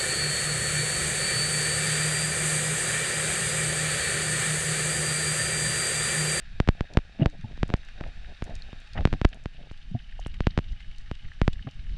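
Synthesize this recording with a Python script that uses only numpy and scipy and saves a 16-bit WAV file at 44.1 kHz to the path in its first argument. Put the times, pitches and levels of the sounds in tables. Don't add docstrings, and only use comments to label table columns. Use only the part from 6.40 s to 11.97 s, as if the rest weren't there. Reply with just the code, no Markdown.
import sys
import numpy as np
from scipy import signal
from scipy.fft import rfft, irfft
from scipy.io import wavfile
from scipy.ndimage import uniform_filter1d

SR = 44100
rng = np.random.default_rng(int(sys.argv[2]) if len(sys.argv) > 2 else 0)


def file_out(sig):
    cols = np.atleast_2d(sig).T
    lim = np.clip(cols, -1, 1)
    pcm = np.round(lim * 32767).astype(np.int16)
    wavfile.write(sys.argv[1], SR, pcm)


N = 245637
TIME = np.arange(N) / SR

# time in seconds, relative rumble level in dB.
FLOW_LEVELS = [(0.0, -44.5), (0.43, -42.5), (0.6, -52.5), (0.79, -48), (1.13, -46), (2.51, -41.5),
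               (2.73, -35), (3.04, -44), (3.26, -47), (3.74, -41), (4.1, -38.5), (4.45, -50), (5.06, -39.5),
               (5.57, -42)]
# frequency in Hz, relative level in dB.
RUMBLE_SPECTRUM = [(6, -1), (15, 6.5), (45, -4), (100, -15.5), (200, -27), (400, -48), (1000, -60),
                   (4000, -110)]
# time in seconds, relative level in dB.
SIZZLE_LEVELS = [(0.0, -56), (0.94, -58.5), (1.27, -56), (2.68, -54.5), (2.95, -59.5), (5.57, -58.5)]
# centre in Hz, width in Hz, gain in dB,
# extra gain in dB while facing the rock.
WALL_MODES = [(660, 160, -8.5, -2.5), (822, 66, -4, 1), (1237, 360, -9.5, -1.5), (1673, 550, -4, 6),
              (2150, 520, -6, -8), (2534, 750, -7, 7), (2932, 520, -1, -18.5), (3310, 1000, -10, 3.5),
              (3736, 244, -4, 4), (4380, 1350, -10.5, 2), (5340, 490, -16, 2), (5980, 700, -16.5, 1),
              (7120, 890, -23.5, 3), (8640, 2100, -27.5, 2)]
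# frequency in Hz, relative level in dB.
SWISH_SPECTRUM = [(60, 8), (170, 10), (320, -0.5), (480, -1), (720, 5), (1050, -16.5), (2000, -43),
                  (8000, -82)]
# start in seconds, length in seconds, rms level in dB.
SPURTS = [(0.489, 0.084, -46.5), (0.78, 0.11, -38), (0.918, 0.044, -54), (1.07, 0.07, -49),
          (1.309, 0.073, -49), (1.562, 0.15, -50), (1.863, 0.07, -52), (2.023, 0.15, -46.5),
          (2.545, 0.09, -36.5), (2.908, 0.078, -53), (3.164, 0.13, -56), (5.265, 0.029, -45.5)]
# start in seconds, peak level in dB.
HOUSING_KNOCKS = [(0.2015, -7.5), (0.276, -17), (0.2885, -4.5), (0.408, -13), (0.572, -5), (0.588, -24),
                  (0.8595, -8), (1.1768, -33), (1.231, -10), (1.2925, -29), (1.3022, -21), (1.3391, -9),
                  (1.6098, -23), (2.0229, -19.5), (2.33, -29.5), (2.6083, -24.5), (2.6533, -5),
                  (2.6738, -20.5), (2.7285, -15), (2.7376, -19.5), (2.815, -14), (2.8475, -10.5),
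                  (2.8505, -4.5), (3.058, -19.5), (3.313, -31.5), (3.8629, -22.5), (4.0055, -14),
                  (4.0697, -7.5), (4.1765, -10), (4.189, -15.5), (4.7137, -20), (5.016, -8.5),
                  (5.0788, -7.5)]
# frequency in Hz, relative gain in dB.
KNOCK_SPECTRUM = [(5, -18.5), (25, 4), (70, 1.5), (150, -2), (400, -13), (900, -21.5), (1600, -24),
                  (3000, -30.5), (5000, -41.5), (8500, -57), (11000, -76.5), (15000, -80.5), (20000, -105)]
# start in seconds, peak level in dB before muffling, centre in Hz.
NEAR_SNAPS = [(0.536, -39, 4130), (.899, -45, 5000), (1.279, -47.5, 6500), (1.485, -37, 1780),
              (2.0408, -38.5, 6300), (2.153, -35.5, 5560), (2.533, -38, 3640), (2.889, -44, 5200),
              (2.9445, -46.5, 7500), (3.799, -42, 5600), (3.869, -38.5, 8000), (3.941, -38, 2180),
              (4.404, -37, 2280), (4.512, -44, 2230), (4.583, -42.5, 4840), (5.130, -35.5, 3050)]
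# start in seconds, length in seconds, rms level in dB, centre in Hz.
HOUSING_RUBS = [(0.773, 0.089, -52, 1640), (1.602, 0.009, -47, 1110), (1.636, 0.0078, -43, 1330),
                (2.541, 0.063, -46.5, 800), (2.572, 0.021, -45, 1600), (2.926, 0.013, -46, 2200),
                (5.266, 0.015, -49, 870)]
# start in seconds, pitch in Hz, peak level in dB,
# lead of the forerunner in seconds, pitch of the splinter in Hz.
AIR_POCKETS = [(0.817, 142, -9.5, 0.022, 643), (1.038, 105, -26.5, .048, 844),
               (2.589, 71, -22, 0.0225, 693), (2.74, 133, -28.5, .023, 740), (3.544, 113, -19, 0.031, 697),
               (5.266, 129.5, -27, .02, 786)]
# start in seconds, pitch in Hz, peak level in dB, cycles until silent.
SMALL_BUBBLES = [(.807, 288, -23, 49), (0.816, 1930, -42, 45), (0.822, 2810, -32, 93),
                 (2.077, 730, -40, 18), (2.222, 4150, -31.5, 24), (2.575, 1880, -32, 41),
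                 (3.793, 713, -33.5, 7.9), (3.849, 3070, -38, 37), (4.918, 1755, -37, 18),
                 (5.193, 1700, -41.5, 27), (5.271, 1180, -37.5, 14)]

TURN_S = (2.8, 3.6)


def undb(db):
    return 10 ** (np.asarray(db) / 20)


def unit(x):
    return x / np.sqrt(np.mean(x ** 2) + 1e-18)


def add(track, start_s, sound):
    i = max(int(round(start_s * SR)), 0)
    part = track[i:i + len(sound)]
    part += sound[:len(part)]


def gains(points, size):
    hz, db = np.transpose(points)
    return undb(np.interp(np.log(np.fft.rfftfreq(size, 1 / SR) + 1e-9), np.log(hz), db))


def colour(x, points):
    return unit(irfft(rfft(x) * gains(points, len(x)), len(x)))


def resonate(x, hz, q):
    hz = min(hz, .4 * SR)
    return signal.lfilter(*signal.iirpeak(hz, max(q, 3 * hz / SR), fs=SR), x)


def walk(rate):
    hold = int(SR / rate)
    steps = rng.standard_normal(N)[np.arange(N) // hold]
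    return unit(uniform_filter1d(uniform_filter1d(steps, hold), hold))


def crackle(rate, spread_db):
    clicks = (rng.random(N) < rate / SR) * rng.standard_normal(N)
    return clicks * undb(spread_db * np.minimum(rng.exponential(size=N), 5))


def through_wall(x, mode_db):
    bin_hz = np.fft.rfftfreq(len(x), 1 / SR)
    power = sum((undb(db) / (1 + (2 * (bin_hz - hz) / width) ** 2)) ** 2
                for (hz, width, *_), db in zip(WALL_MODES, mode_db))
    return unit(irfft(rfft(x) * np.sqrt(power), len(x)))


def flow_rumble(gain_db=6, open_sand_db=1.0, eddy_db=4.5):
    db = np.interp(TIME, *np.transpose(FLOW_LEVELS)) + gain_db
    db += np.interp(TIME, TURN_S, (0, open_sand_db))
    db += eddy_db * walk(rate=17)
    return colour(rng.standard_normal(N), RUMBLE_SPECTRUM) * undb(db)


def shrimp_sizzle(gain_db=1, rock_pops_db=-17, sand_pops_db=-12, smear_s=0.0092):
    turned = np.interp(TIME, TURN_S, (0, 1))
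    pop_gain = undb(rock_pops_db + turned * (sand_pops_db - rock_pops_db))
    smear = np.hanning(int(smear_s * SR))
    snaps = rng.standard_normal(N)
    for hz in (1830, 2910, 4100, 8040):
        bursts = np.sqrt(np.convolve(crackle(rate=60, spread_db=2.1) ** 2, smear))[:N]
        snaps += pop_gain * unit(resonate(bursts * rng.standard_normal(N), hz, q=3.3))
    _, _, mode_db, rock_db = np.transpose(WALL_MODES)
    facing_rock = through_wall(snaps, mode_db + rock_db)
    facing_sand = through_wall(snaps, mode_db)
    sizzle = (1 - turned) * facing_rock + turned * facing_sand
    return sizzle * undb(np.interp(TIME, *np.transpose(SIZZLE_LEVELS)) + gain_db)


def water_swishes(gurgle_db=1.5, lap_rock_db=-62, lap_sand_db=-77, lap_spread_db=4):
    water = colour(crackle(rate=2000, spread_db=5.0), SWISH_SPECTRUM)
    water *= undb(gurgle_db * walk(rate=58))
    lap_db = np.interp(TIME, TURN_S, (lap_rock_db, lap_sand_db)) + lap_spread_db * walk(rate=19)
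    out = water * undb(lap_db)
    for at, length, db in SPURTS:
        spurt = water[int(at * SR):int((at + length) * SR)]
        add(out, at, undb(db) * unit(spurt * np.sqrt(np.hanning(len(spurt)))))
    return out


def knocks(flex_hz=254, flex_q=0.66, size=16384):
    cepstrum = irfft(np.log(gains(KNOCK_SPECTRUM, size)))
    cepstrum[1:size // 2] *= 2
    cepstrum[size // 2 + 1:] = 0
    s = 1j * np.fft.rfftfreq(size, 1 / SR) / flex_hz
    all_pass = (s * s - s / flex_q + 1) / (s * s + s / flex_q + 1)
    thump = irfft(np.exp(rfft(cepstrum)) * all_pass)[:size // 2]
    thump /= np.abs(thump).max()
    out = np.zeros(N)
    for at, db in HOUSING_KNOCKS:
        add(out, at, -undb(db) * thump)
    return out


def stray_snaps(per_s=3, level_db=-47, spread_db=2, centre_hz=4000, spread_octaves=.8, db_per_octave=-3.5):
    when, strength, pitch = rng.random((int(per_s * N / SR), 3)).T
    octaves = spread_octaves * (2 * pitch - 1)
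    db = level_db + db_per_octave * octaves + spread_db * (2 * strength - 1)
    return list(zip(when * N / SR, db, centre_hz * 2 ** octaves))


def shrimp_snaps(rattle_cycles=6, q=1.28, echo_s=0.0098, echo_db=-12.5, muffle_hz=10000):
    out, t = np.zeros(N), TIME[:1024]
    for at, db, hz in list(NEAR_SNAPS) + stray_snaps():
        age = t * hz / rattle_cycles
        for lag, path_db in ((0, 0), (echo_s, echo_db)):
            rattle = rng.standard_normal(len(t)) * np.sqrt(age) * np.exp(-age)
            crack = resonate(resonate(rattle, hz, q), hz, q)
            add(out, at + lag, undb(db + path_db) * crack / np.abs(crack).max())
    return signal.sosfilt(signal.butter(3, muffle_hz, fs=SR, output="sos"), out)


def rubs(focus_db=7):
    out, slips = np.zeros(N), crackle(rate=1700, spread_db=2.0)
    mode_hz, _, mode_db, _ = np.transpose(WALL_MODES)
    for at, length, db, hz in HOUSING_RUBS:
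        focused_db = mode_db - focus_db * np.log2(mode_hz / hz) ** 2
        grit = through_wall(slips[int(at * SR):int((at + length) * SR)], focused_db)
        add(out, at, undb(db) * unit(grit * np.hanning(len(grit))))
    return out


def gulp(at, hz, db, lead_s, splinter_hz):
    return [(at - lead_s, hz * 1.56, db - 11.5, 10.5),
            (at, hz, db, 6.5),
            (at + 0.0057, hz * 2, db - 7, 10.5),
            (at + 0.005, splinter_hz, db - 16, 39)]


def bubbles(rise=0.044, onset_cycles=0.78):
    out = np.zeros(N)
    pieces = [piece for pocket in AIR_POCKETS for piece in gulp(*pocket)]
    for at, hz, db, cycles in pieces + list(SMALL_BUBBLES):
        elapsed_cycles = np.arange(int(cycles / hz * SR)) * hz / SR
        age = elapsed_cycles / cycles
        onset = 1 - np.exp(-elapsed_cycles / onset_cycles)
        decay = undb(-60 * age)
        ring = np.sin(2 * np.pi * elapsed_cycles * (1 + rise * age)) * decay * onset
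        add(out, at, undb(db) * ring / np.abs(ring).max())
    return out


def scene():
    at_housing = knocks() + bubbles() + rubs() + water_swishes() + flow_rumble()
    return (at_housing + shrimp_snaps() + shrimp_sizzle())[None]


def record(dry):
    top_hz = 15500
    return signal.sosfilt(signal.ellip(8, .2, 70, top_hz, fs=SR, output="sos"), dry)


dry = scene()
out = record(dry)
file_out(out)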